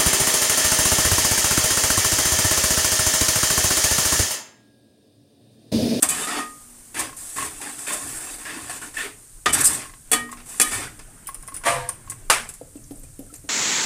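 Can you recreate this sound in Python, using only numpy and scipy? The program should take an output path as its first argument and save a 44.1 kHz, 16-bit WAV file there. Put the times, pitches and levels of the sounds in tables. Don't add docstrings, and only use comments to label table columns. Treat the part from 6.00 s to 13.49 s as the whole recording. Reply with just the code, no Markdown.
import sys
import numpy as np
from scipy import signal
from scipy.fft import rfft, irfft, next_fast_len
from scipy.io import wavfile
from scipy.ndimage import uniform_filter1d

SR = 44100
rng = np.random.default_rng(int(sys.argv[2]) if len(sys.argv) > 2 else 0)


def volts_from_decibels(level):
    exponent = np.asarray(level, float) / 20
    return 10 ** exponent


def file_out(sig):
    cols = np.atleast_2d(sig).T
    lim = np.clip(cols, -1, 1)
    pcm = np.round(lim * 32767).astype(np.int16)
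    wavfile.write(sys.argv[1], SR, pcm)


N = 330303
CLOCK = np.arange(N) / SR

# hz, level_db per Hz
EDGE = [(2000, -61.5), (3500, -21.5), (5300, -14.5), (6500, -9), (8240, 1.5), (9570, -2), (11500, -9.5),
        (12500, -16), (15500, -18)]
# hz, level_db per Hz
BODY = [(88, -22), (170, -7), (296, -1.5), (500, -6.5), (1100, -4), (1800, -4.5), (2600, -6), (4100, -13),
        (6500, -12), (8450, -21), (14300, -120)]
# start_s, peak_db, body_share_db, t60_s, ring_db
BLOWS = [
    (0.0225, -7, -17.5, 0.11, -16),
    (0.027, -2, -19.5, 0.062, -13),
    (0.0871, -8.5, -22.5, 0.15, -5),
    (0.1035, -14, -24, 0.078, 4),
    (3.458, -12.5, 2, 0.047, -14.5),
    (4.115, -5, -19, 0.087, 2),
    (4.13, -5, -14.5, 0.094, 0.5),
    (4.5976, -1, -15.5, 0.054, -9),
    (4.6131, 2.5, -29.5, 0.063, 2),
]
DRAG_RISE_S, DRAG_T60_S = 0.0069, 0.25


def unit(x):
    return x / np.sqrt(np.mean(x ** 2) + 1e-20)


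def along(points, hz):
    f, v = np.transpose(points)
    return np.interp(np.log(hz + 1), np.log(f + 1), v)


def filtered(x, response):
    m = next_fast_len(len(x) + 8192)
    return irfft(rfft(x, m) * response(np.fft.rfftfreq(m, 1 / SR)), m)[:len(x)]


def gritty(spectrum, per_s, grit, patchy_db, peaks=()):
    impacts = (rng.random(N) < per_s / SR) * rng.standard_normal(N)
    source = np.sqrt(grit) * unit(impacts) + np.sqrt(1 - grit) * rng.standard_normal(N)
    z = signal.stft(source, nperseg=512)[2]
    field = uniform_filter1d(rng.standard_normal(z.shape), size=3, axis=0)
    field = uniform_filter1d(field, size=5, axis=1)
    x = signal.istft(z * volts_from_decibels(patchy_db * unit(field)), nperseg=512)[1][:N]

    def colour(f):
        lift = 1 + sum(volts_from_decibels(db - 0.5) / (1 + (2 * (f - c) / w) ** 2) for c, w, db in peaks)
        return volts_from_decibels(along(spectrum, f)) * lift
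    return unit(filtered(x, colour))


def swell(t, rise, t60):
    growth = np.sin(np.pi / 2 * np.clip(t / max(rise, 1e-4), 0, 1)) ** 2
    return growth * volts_from_decibels(-60 * np.maximum(t - rise, 0) / max(t60, .01))


def held(s, hold, rise, t60):
    out = np.zeros(N)
    t = CLOCK[:min(N, round((hold + rise + 1.5 * t60) * SR))]
    fade = swell(np.maximum(t - hold, rise), rise, t60)
    shape = np.where(t < rise, swell(t, rise, t60), fade) ** 2
    add(out, s, shape[max(-round(s * SR), 0):])
    return out


def levels(rows):
    s, *cols = np.transpose(rows)
    return [volts_from_decibels(np.interp(CLOCK, s, c)) for c in cols]


def add(track, s, x):
    part = track[max(round(s * SR), 0):][:len(x)]
    part += x[:len(part)]


def cut(x, s, t):
    return x[round(s * SR):][:len(t)]


def ring(modes, scatter_db, rise=0.0013, since=None):
    t = np.arange(SR // 2) / SR
    luck = rng.standard_normal((len(modes), 2))
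    out = 0
    for (hz, db, t60), (a, b) in zip(modes, luck):
        phase = 9 * b if since is None else 2 * np.pi * hz * since + hz
        out = out + volts_from_decibels(db + scatter_db * a) * swell(t, rise, t60) * np.sin(2 * np.pi * hz * t + phase)
    return out


def patch(hold, hz, width_hz, rise, t60):
    t = CLOCK[:SR // 2]

    def twice(f):
        return (1j * f * width_hz / (hz * hz - f * f + 1j * f * width_hz)) ** 2
    return np.sqrt(held(0, hold, rise, t60)[:len(t)]) * unit(filtered(rng.standard_normal(len(t)), twice))


def kitchen(x):
    # hz, t60_s
    walls = [(200, 0.62), (1000, 0.26), (10000, 0.26)]
    hz, t, z = signal.stft(rng.standard_normal(SR // 2), SR, nperseg=256)
    tail = signal.istft(z * volts_from_decibels(-60 * t / along(walls, hz)[:, None]), SR, nperseg=256)[1]
    return signal.fftconvolve(np.pad(x, (250, 0)), tail / np.linalg.norm(tail))[:N]


def house_hum():
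    # start_s, length_s, level_db
    bustle = [
        (0, 0.17, -51.5),
        (.6, 2.57, -59),
        (4.2, 2.1, -55.5),
    ]
    # hz, level_db per Hz
    hum = [(90, -34), (170, -2), (300, -1), (500, -9), (1000, -11.5), (1600, -9), (2500, -16.5),
           (3500, -20), (5200, -43), (8800, -120)]
    power = volts_from_decibels(2 * -63.5) + sum(volts_from_decibels(2 * db) * held(s - .2, hold, 0.11, 1.2) for s, hold, db in bustle)
    return np.sqrt(power) * gritty(hum, 260, grit=0.05, patchy_db=2.2)


def rumble():
    # start_s, level_db
    hand = [
        (0.0, -58),
        (7.18, -45.5),
        (7.49, -48),
    ]
    # start_s, level_db
    shakes = [(.03, -48), (.93, -44.5), (1.34, -44.5), (1.98, -47.5), (2.58, -46.5), (3.45, -37.5),
              (3.55, -37), (4.09, -45.5), (4.7, -41), (5.66, -37.5), (6.03, -45.5), (6.6, -54),
              (7.0, -45.5), (7.4, -47)]
    deep = [(12, -11), (26, 1.5), (36, -2), (50, -23), (70, -69)]
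    stove = [(29, -38), (50, -19), (64, 1.5), (86, -3.5), (118, 0), (157, -4.5), (180, -21), (230, -36.5),
             (400, -120)]
    grip = levels(hand)[0]
    power = (volts_from_decibels(-4) * grip) ** 2
    power = power + sum(volts_from_decibels(2 * db) * held(s, 0, 0.05, 1.06) for s, db in shakes)
    upper = np.sqrt(power) * volts_from_decibels(-2.0) * gritty(stove, 40, grit=0.087, patchy_db=1.0)
    return grip * gritty(deep, 39.9, grit=0.1, patchy_db=5.5) + upper


def simmer():
    # start_s, level_db
    boil = [
        (0, -41.5),
        (.7, -46.5),
        (3.3, -48.5),
        (6.2, -51),
        (7.49, -50),
    ]
    # hz, level_db per Hz
    fizz = [(2000, -20), (3500, -21), (5500, -15), (7000, -9), (8900, -1), (10500, -9.5), (12800, -16),
            (15400, -19.5)]
    return levels(boil)[0] * gritty(fizz, 1500, grit=0.15, patchy_db=1.2)


def far_tray():
    # hz, level_db per Hz
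    clatter = [(120, -62), (220, -15), (440, -23), (520, -14), (1140, -9), (1400, -14.5), (1950, -10.5),
               (3000, -17.5), (4500, -24), (6500, -24), (9000, -15), (11500, -27.5), (15400, -41)]
    # late_s, pitch_hz, level_db, t60_s
    tray = [(0.00203, 1145, -26, .2), (0.01003, 574, -23.5, 0.35), (.018, 688, -19, 0.4),
            (.012, 930, -26.5, .3), (.025, 1110, -23, .25), (.025, 1188, -23, 0.36),
            (.015, 1860, -25, 0.19), (.025, 1990, -28, .15), (.025, 2155, -29, .15),
            (0.0195, 2391, -31, .4), (.02, 2585, -29, .2), (0.011, 3200, -31, .12), (.06, 520, -28, 0.23),
            (.075, 1015, -27, 0.24), (.07, 1722, -32, 0.22), (.1, 500, -31, 0.57), (.11, 1630, -37, .5),
            (.13, 700, -36, .6), (.12, 930, -34, .5)]
    start_s, level_db = 5.646, -17
    touch = volts_from_decibels(-12.5) * swell(CLOCK - start_s + .011, 0.0035, 0.37)
    contact = swell(CLOCK - start_s, .027, .48) + touch
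    notes = np.zeros(N)
    for late, *mode in tray:
        add(notes, start_s + late, ring([mode], scatter_db=0, rise=0.018))
    caught = np.sqrt(held(start_s, 0.26, .002, .12))
    return volts_from_decibels(level_db - 2.5) * contact * gritty(clatter, 4300, grit=0.064, patchy_db=1.5) + notes * caught


def far_lid():
    # hz, level_db per Hz
    lid = [(88, -57), (236, -17.5), (400, -9.5), (1090, -1), (1600, -1.5), (2100, -1.5), (2700, -5.5),
           (3500, -11), (6800, -11.5), (8500, -6), (11000, -11.5), (12500, -24.5), (15400, -25.5)]
    t, rise_s, level_db = CLOCK - 6.2993, .001, -9.5
    slam = swell(t, rise_s, 0.042) + volts_from_decibels(0.5) * swell(t, rise_s, .27) + volts_from_decibels(-20.5) * swell(t, rise_s, 0.53)
    return volts_from_decibels(level_db - 2.5) * slam * gritty(lid, 2500, grit=0.38, patchy_db=2.0)


def worktop_bumps():
    # start_s, length_s, pitch_hz, level_db
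    bumps = [
        (.08, 0.074, 160, -47.5),
        (2.052, .12, 125, -53),
        (5.72, 0.097, 125.6, -45.5),
        (6.084, 0.029, 108, -43),
        (6.358, 0.059, 222, -51.5),
    ]
    out = np.zeros(N)
    for s, hold, hz, db in bumps:
        add(out, s, volts_from_decibels(db) * patch(hold, hz, hz / 5.4, 0.016, 0.32))
    return out


def droplets():
    # start_s, pitch_hz, level_db
    spits = [(5.271, 14200, -40), (5.285, 14800, -44), (5.26, 3000, -51), (6.838, 6330, -47),
             (6.915, 10500, -46), (6.953, 8600, -46), (6.97, 10800, -49), (6.993, 12500, -49),
             (7.033, 8600, -45), (7.19, 11000, -45.5), (7.327, 9000, -52), (7.355, 7030, -41),
             (7.357, 11300, -47), (6.765, 8200, -46)]
    out = np.zeros(N)
    for s, hz, db in spits:
        add(out, s, volts_from_decibels(db) * patch(.004, hz, hz / 4.5, .002, 0.041))
    return out


def bottle_glugs():
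    # start_s, peak_db, neck_overtone_db, pitch_hz
    glugs = [
        (6.612, -37.5, 6.5, 290),
        (6.754, -33, -15.5, 290),
        (6.907, -27.5, -15, 283),
        (7.033, -49, 2, 280),
        (7.19, -28.5, -20, 276),
        (7.324, -41, -12, 298),
        (7.44, -37.5, -14, 292),
    ]
    # pitch_hz, level_db, t60_s
    neck = [(506, 2, 0.053), (660, -7, 0.055), (820, -17.5, 0.042)]
    # hz, level_db per Hz
    slosh = [(100, -27), (220, 2), (300, -10), (500, -4), (800, -13.5), (1100, -49), (3000, -58.5)]
    out, t = np.zeros(N), CLOCK[:SR // 4]
    sloshing = gritty(slosh, 230, grit=.3, patchy_db=2.0)
    for s, db, neck_db, hz in glugs:
        add(out, s, ring([(hz, db, .085)], scatter_db=-1, rise=0.0042))
        add(out, s, volts_from_decibels(db + neck_db) * ring(neck, scatter_db=0.0, rise=0.0028))
        add(out, s, volts_from_decibels(db - 17.5) * swell(t, 0.0034, .06) * rng.standard_normal(len(t)))
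        water = cut(sloshing, s, t)
        add(out, s, volts_from_decibels(db - 14.0) * swell(t, 0.0065, 0.24)[:len(water)] * water)
    return out


def bangles():
    # start_s, peak_db, ring length over a free clink
    clinks = [(5.27, -19.5, 1), (5.279, -27.5, 1.2), (5.344, -20, 0.61), (5.4257, -30, .7),
              (5.469, -32, .4), (5.476, -25, 1.2), (5.5417, -20, 1.2), (5.551, -27, 1.1),
              (5.564, -19.5, 1.05), (5.573, -34, 1), (5.889, -10.5, 0.75)]
    # pitch_hz, level_db, t60_s
    bangle = [(5160, -14, 0.036), (5900, -21, 0.088), (8270, -3.5, 0.044), (8680, -15, 0.054),
              (9140, -0.5, 0.058), (9700, 0.5, 0.079), (10800, -9, 0.045), (11470, -14, .05),
              (12900, -11, .045), (14860, -17, 0.032), (15400, -24, .05)]
    out, t = np.zeros(N), CLOCK[:SR // 4]
    crack = gritty(EDGE, 3000, grit=0.35, patchy_db=1.5)
    thud = gritty(BODY, 2500, grit=0.34, patchy_db=1.5)
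    for s, db, lasts in clinks:
        modes = [(hz, g, lasts * life) for hz, g, life in bangle]
        add(out, s, volts_from_decibels(db - 9.5) * ring(modes, scatter_db=2.0))
        add(out, s, volts_from_decibels(db - 16.0) * swell(t, 0.00085, 0.053) * cut(crack, s, t))
        add(out, s - .006, volts_from_decibels(db - 26.0) * swell(t, 0.015, 0.048) * cut(thud, s, t))
    return out


def handle_ticks():
    # start_s, peak_db
    ticks = [(1.014, -21), (1.0934, -32), (1.1286, -35), (1.3833, -20.5), (1.4238, -21.5), (1.9062, -30),
             (2.609, -42), (2.6432, -34), (3.8375, -38), (3.855, -30.5), (3.894, -36), (3.936, -34.5),
             (4.2905, -32.5), (4.326, -28), (4.5426, -34.5), (5.2886, -29.5), (5.433, -40), (5.4832, -30),
             (5.521, -38), (5.613, -41), (5.891, -32), (6.0748, -36), (6.119, -29.5)]
    # pitch_hz, level_db, t60_s
    handle = [(1082, 0.5, 0.06), (1626, -10, .04), (2020, -10.5, 0.044)]
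    out, t = np.zeros(N), CLOCK[:SR // 4]
    thud = gritty(BODY, 2500, grit=0.34, patchy_db=1.5)
    for s, db in ticks:
        add(out, s, volts_from_decibels(db - 3.0) * ring(handle, scatter_db=3.0, rise=0.0011))
        add(out, s, volts_from_decibels(db - 16.0) * swell(t, 0.0029, 0.064) * rng.standard_normal(len(t)))
        add(out, s, volts_from_decibels(db - 14.5) * swell(t, 0.0027, 0.081) * cut(thud, s, t))
    return out


def rasps():
    # start_s, contact_s, pitch_hz, width_hz, level_db
    wet_patches = [(.03, .012, 690, 120, -36), (.09, .03, 2440, 120, -37), (.145, .03, 1750, 250, -44),
                   (.27, .05, 1300, 120, -34), (.29, 0.1, 735, 90, -39), (.33, 0.051, 870, 90, -38),
                   (.29, .04, 1170, 90, -42), (.27, 0.037, 1930, 90, -38), (0.339, .05, 1275, 150, -37),
                   (.96, .03, 1800, 500, -35.5), (.99, .01, 300, 100, -35.5),
                   (1.37, 0.067, 1850, 350, -38.5), (1.4, 0.029, 2600, 250, -40),
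                   (1.45, 0.018, 1060, 200, -41), (1.6, .1, 820, 150, -47), (1.66, 0.037, 1700, 400, -44),
                   (1.864, .02, 2500, 350, -36), (1.9, 0.04, 1040, 200, -42), (1.9, 0.071, 620, 90, -46.5),
                   (1.97, 0.065, 1060, 100, -45), (1.98, 0.094, 280, 70, -48), (2.14, .08, 1600, 400, -50),
                   (2.45, .07, 1710, 400, -39), (2.55, 0.023, 282, 90, -41), (2.7, .05, 1730, 200, -44.5),
                   (2.814, 0.028, 1550, 350, -40), (2.968, 0.038, 1780, 200, -32.5),
                   (2.97, .02, 2650, 250, -38), (2.99, .02, 3550, 150, -42), (3.03, .04, 410, 60, -41.5),
                   (3.545, 0.1, 1460, 600, -34.5), (4.615, 0.043, 1765, 80, -35),
                   (4.66, 0.034, 1880, 60, -38), (4.715, 0.051, 1800, 130, -40),
                   (4.72, .02, 2290, 100, -38), (4.74, .05, 1030, 150, -44), (4.77, 0.021, 2400, 100, -48),
                   (4.82, 0.053, 1500, 300, -42.5), (4.84, 0.042, 1930, 300, -50)]
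    out = np.zeros(N)
    for s, hold, hz, width_hz, db in wet_patches:
        add(out, s, volts_from_decibels(db) * patch(hold, hz, width_hz, 0.0047, .09))
    return out


def skims():
    # start_s, contact_s, level_db
    strokes = [
        (0.951, 0.044, -38),
        (4.66, 0.1, -44),
        (1.87, 0.026, -36),
        (2.45, 0.053, -40.5),
        (2.966, 0.07, -34.5),
    ]
    # hz, level_db per Hz
    wall = [(900, -28), (1500, -7), (2000, -4.5), (3300, -10), (5000, -25.5)]
    power = sum(volts_from_decibels(2 * db) * held(s, hold, DRAG_RISE_S, DRAG_T60_S) for s, hold, db in strokes)
    return np.sqrt(power) * gritty(wall, 2500, grit=0.17, patchy_db=2.2)


def blade_power():
    # start_s, contact_s, edge_hiss_db, pan_body_db
    drags = [(.11, 0.13, -29, -32.5), (0.267, 0.12, -33.5, -30), (.941, 0.022, -33.5, -37.5),
             (.968, 0.07, -34.5, -34), (1.165, 0.19, -35.5, -51), (1.358, 0.097, -30.5, -35.5),
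             (1.5, 0.18, -39.5, -47.5), (1.621, 0.066, -39, -39.5), (1.7, 0.085, -38.5, -48.5),
             (1.78, 0.083, -35.5, -44), (1.866, 0.073, -29.5, -34), (1.96, 0.22, -33, -42),
             (2.2, 0.14, -35, -41.5), (2.38, 0.3, -39, -44.5), (2.447, 0.12, -54, -38.5),
             (2.695, 0.064, -35, -39.5), (2.815, 0.049, -38, -43), (2.936, 0.07, -39.5, -43),
             (2.975, 0.073, -36.5, -37.5), (3.544, 0.063, -30, -27.5), (3.67, 0.071, -27.5, -33),
             (3.77, 0.055, -39, -39), (4.455, 0.023, -41, -53), (4.485, 0.096, -37, -48.5),
             (4.64, 0.052, -32, -40), (4.709, 0.041, -27, -31.5), (4.769, 0.064, -36, -34)]
    # start_s, contact_s, edge_hiss_db, pan_body_db
    jabs = [
        (.983, 0.011, -21, -34),
        (1.919, 0.0095, -26.5, -35.5),
        (3.472, 0.023, -31.5, -30),
        (3.523, 0.014, -14.5, -26),
        (3.574, 0.0067, -23, -40),
        (3.597, 0.006, -16.5, -40),
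        (3.632, 0.01, -15, -36),
        (3.642, 0.02, -12.5, -36),
        (3.722, 0.017, -25.5, -43),
    ]
    # start_s, peak_db, body_share_db
    skids = [(1.163, -25, -30), (1.612, -19.5, -4.5), (1.7887, -21, -29), (1.8694, -36, -23),
             (2.6945, -21, -4), (2.813, -24, -4), (2.9665, -24, -17), (3.1194, -39, -15), (4.314, -22, -16),
             (4.37, -39.5, 6), (4.4, -39, 4), (5.555, -43, 5), (4.99, -29, -1.5), (5.7386, -35, 5),
             (6.097, -12.5, -21.5), (6.488, -17, -16), (6.5366, -24, -28), (7.0315, -31.5, -15),
             (7.3374, -23.5, -13.5)]
    skid_rise_s, skid_t60_s = 0.0031, 0.084
    hiss, body, t = np.zeros(N), np.zeros(N), CLOCK[:SR // 2]
    contacts = [(held(s, hold, DRAG_RISE_S, DRAG_T60_S), *dbs) for s, hold, *dbs in drags]
    contacts += [(held(s, hold, .014, .055), *dbs) for s, hold, *dbs in jabs]
    for touch, edge_db, body_db in contacts:
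        hiss += volts_from_decibels(2 * edge_db) * touch
        body += volts_from_decibels(2 * body_db) * touch
    for s, db, body_db in skids:
        add(hiss, s, (volts_from_decibels(db - 12.0) * swell(t, skid_rise_s, skid_t60_s)) ** 2)
        add(body, s, (volts_from_decibels(db + body_db - 10.5) * swell(t, skid_rise_s, 1.5 * skid_t60_s)) ** 2)
    for s, db, body_db, t60, _ in BLOWS:
        add(hiss, s, (volts_from_decibels(db - 7.0) * swell(t, 0.0025, t60)) ** 2)
        add(body, s, (volts_from_decibels(db + body_db - 2.5) * swell(t, 0.003, 2.26 * t60)) ** 2)
    return hiss, body


def pan_notes(pan):
    # start_s, pitch_hz, level_db, rise_s
    sings = [(.1, 3010, -36, .02), (.2, 3010, -38, .03), (.35, 3010, -40, .03), (.21, 3640, -32, .03),
             (.21, 1233, -36, .04), (.38, 2630, -40, .03), (.35, 4540, -38, .02), (.37, 1233, -32, .045),
             (.37, 1873, -33, .045), (.6, 242, -54, .1), (3.465, 1873, -28, .01), (3.48, 2302, -34, .02),
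             (3.485, 3010, -30, .015), (4.16, 1873, -30, .06), (4.15, 2302, -38, .03),
             (4.14, 3010, -36, .02), (4.15, 1233, -40, .02), (4.19, 242, -48, .08), (4.605, 3385, -26, .02),
             (4.6, 4740, -29, .02), (4.61, 3010, -31, .02), (4.62, 3820, -37, .03), (4.64, 2302, -37, .02),
             (4.61, 1233, -30, .035), (.31, 1873, -37, .02), (4.125, 3385, -28, .015)]
    # start_s, pitch_hz, level_db
    chirps = [(2.455, 1690, -38), (2.69, 703, -30.5), (2.963, 1766, -25.5), (3.031, 403, -39.5),
              (3.46, 1228, -12.5), (3.461, 1580, -24.5), (4.6, 2450, -22), (4.619, 2440, -30.5),
              (6.77, 2680, -59), (7.044, 2430, -57), (7.296, 1330, -48.5)]
    food_back_s = 4.5
    lives = [(hz, t60) for hz, _, t60 in pan]
    out = np.zeros(N)
    for s, db, body_db, _, ring_db in BLOWS:
        damping = .5 if s > food_back_s else 1
        modes = [(hz, g, life * damping) for hz, g, life in pan]
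        add(out, s, volts_from_decibels(db + body_db + ring_db - 2.5) * ring(modes, scatter_db=0.5, since=s))
    for s, hz, db, rise in sings:
        t60 = 1.1 * along(lives, hz)
        if s > food_back_s:
            t60 = min(t60, .2)
        add(out, s, ring([(hz, db, t60)], scatter_db=0.5, rise=rise, since=s))
    for s, hz, db in chirps:
        add(out, s, ring([(hz, db, 0.05)], scatter_db=0.5, rise=0.0083))
    return out


def spatula():
    # pitch_hz, width_hz, level_db
    belly = [(292, 32, -1.5), (740, 95, -5.5), (1092, 39, 2), (1760, 164, -2.5), (2600, 95, -5),
             (3570, 100, 3.5), (4760, 380, -1)]
    pan_hz = [242, 452, 742, 1233, 1873, 2302, 2462, 2630, 3010, 3385, 3820, 4440, 7900, 9600]
    # level_db, t60_s
    pan_ring = [(-15.5, .8), (-6, .18), (-9, .16), (-10, .42), (-6, .27), (-10, .2), (-10, .1), (-9, .07),
                (-8, .14), (-2, .09), (-14, .12), (-6, .09), (-.5, .072), (-21, .05)]
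    # start_s, length_s, level_db
    bare = [
        (0.083, 0.31, -46),
        (3.5, 0.24, -51),
        (4.62, 0.165, -49),
    ]
    pan = [(hz, *mode) for hz, mode in zip(pan_hz, pan_ring)]
    hiss, body = blade_power()
    edge = volts_from_decibels(-0.5) * np.sqrt(hiss) * gritty(EDGE, 4000, grit=0.35, patchy_db=2.5)
    rub = np.sqrt(body) * gritty(BODY, 2500, grit=0.35, patchy_db=2.2, peaks=belly) + skims()
    drive = np.sqrt(volts_from_decibels(2 * -55) + sum(volts_from_decibels(2 * db) * held(s, hold, .02, .1) for s, hold, db in bare))
    alive = signal.fftconvolve(drive * rub, ring(pan, scatter_db=1))[:N]
    return edge + rub + pan_notes(pan) + alive


def scene():
    near = spatula() + rasps() + handle_ticks() + bangles() + bottle_glugs() + droplets() + worktop_bumps()
    far = far_tray() + far_lid()
    background = simmer() + house_hum() + rumble()
    return (near + volts_from_decibels(-10.5) * kitchen(near) + far + background)[None]


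def band_limit(x):
    return signal.sosfilt(signal.butter(12, 16820, fs=SR, output="sos"), x)


def record(dry):
    x = dry[0] / (1 + np.abs(dry[0] / .86) ** 6) ** (1 / 6)
    x = filtered(x, lambda hz: np.where(hz < 15500, 1, volts_from_decibels(-49.5)))
    return band_limit(x[None])


dry = scene()
out = record(dry)
file_out(out)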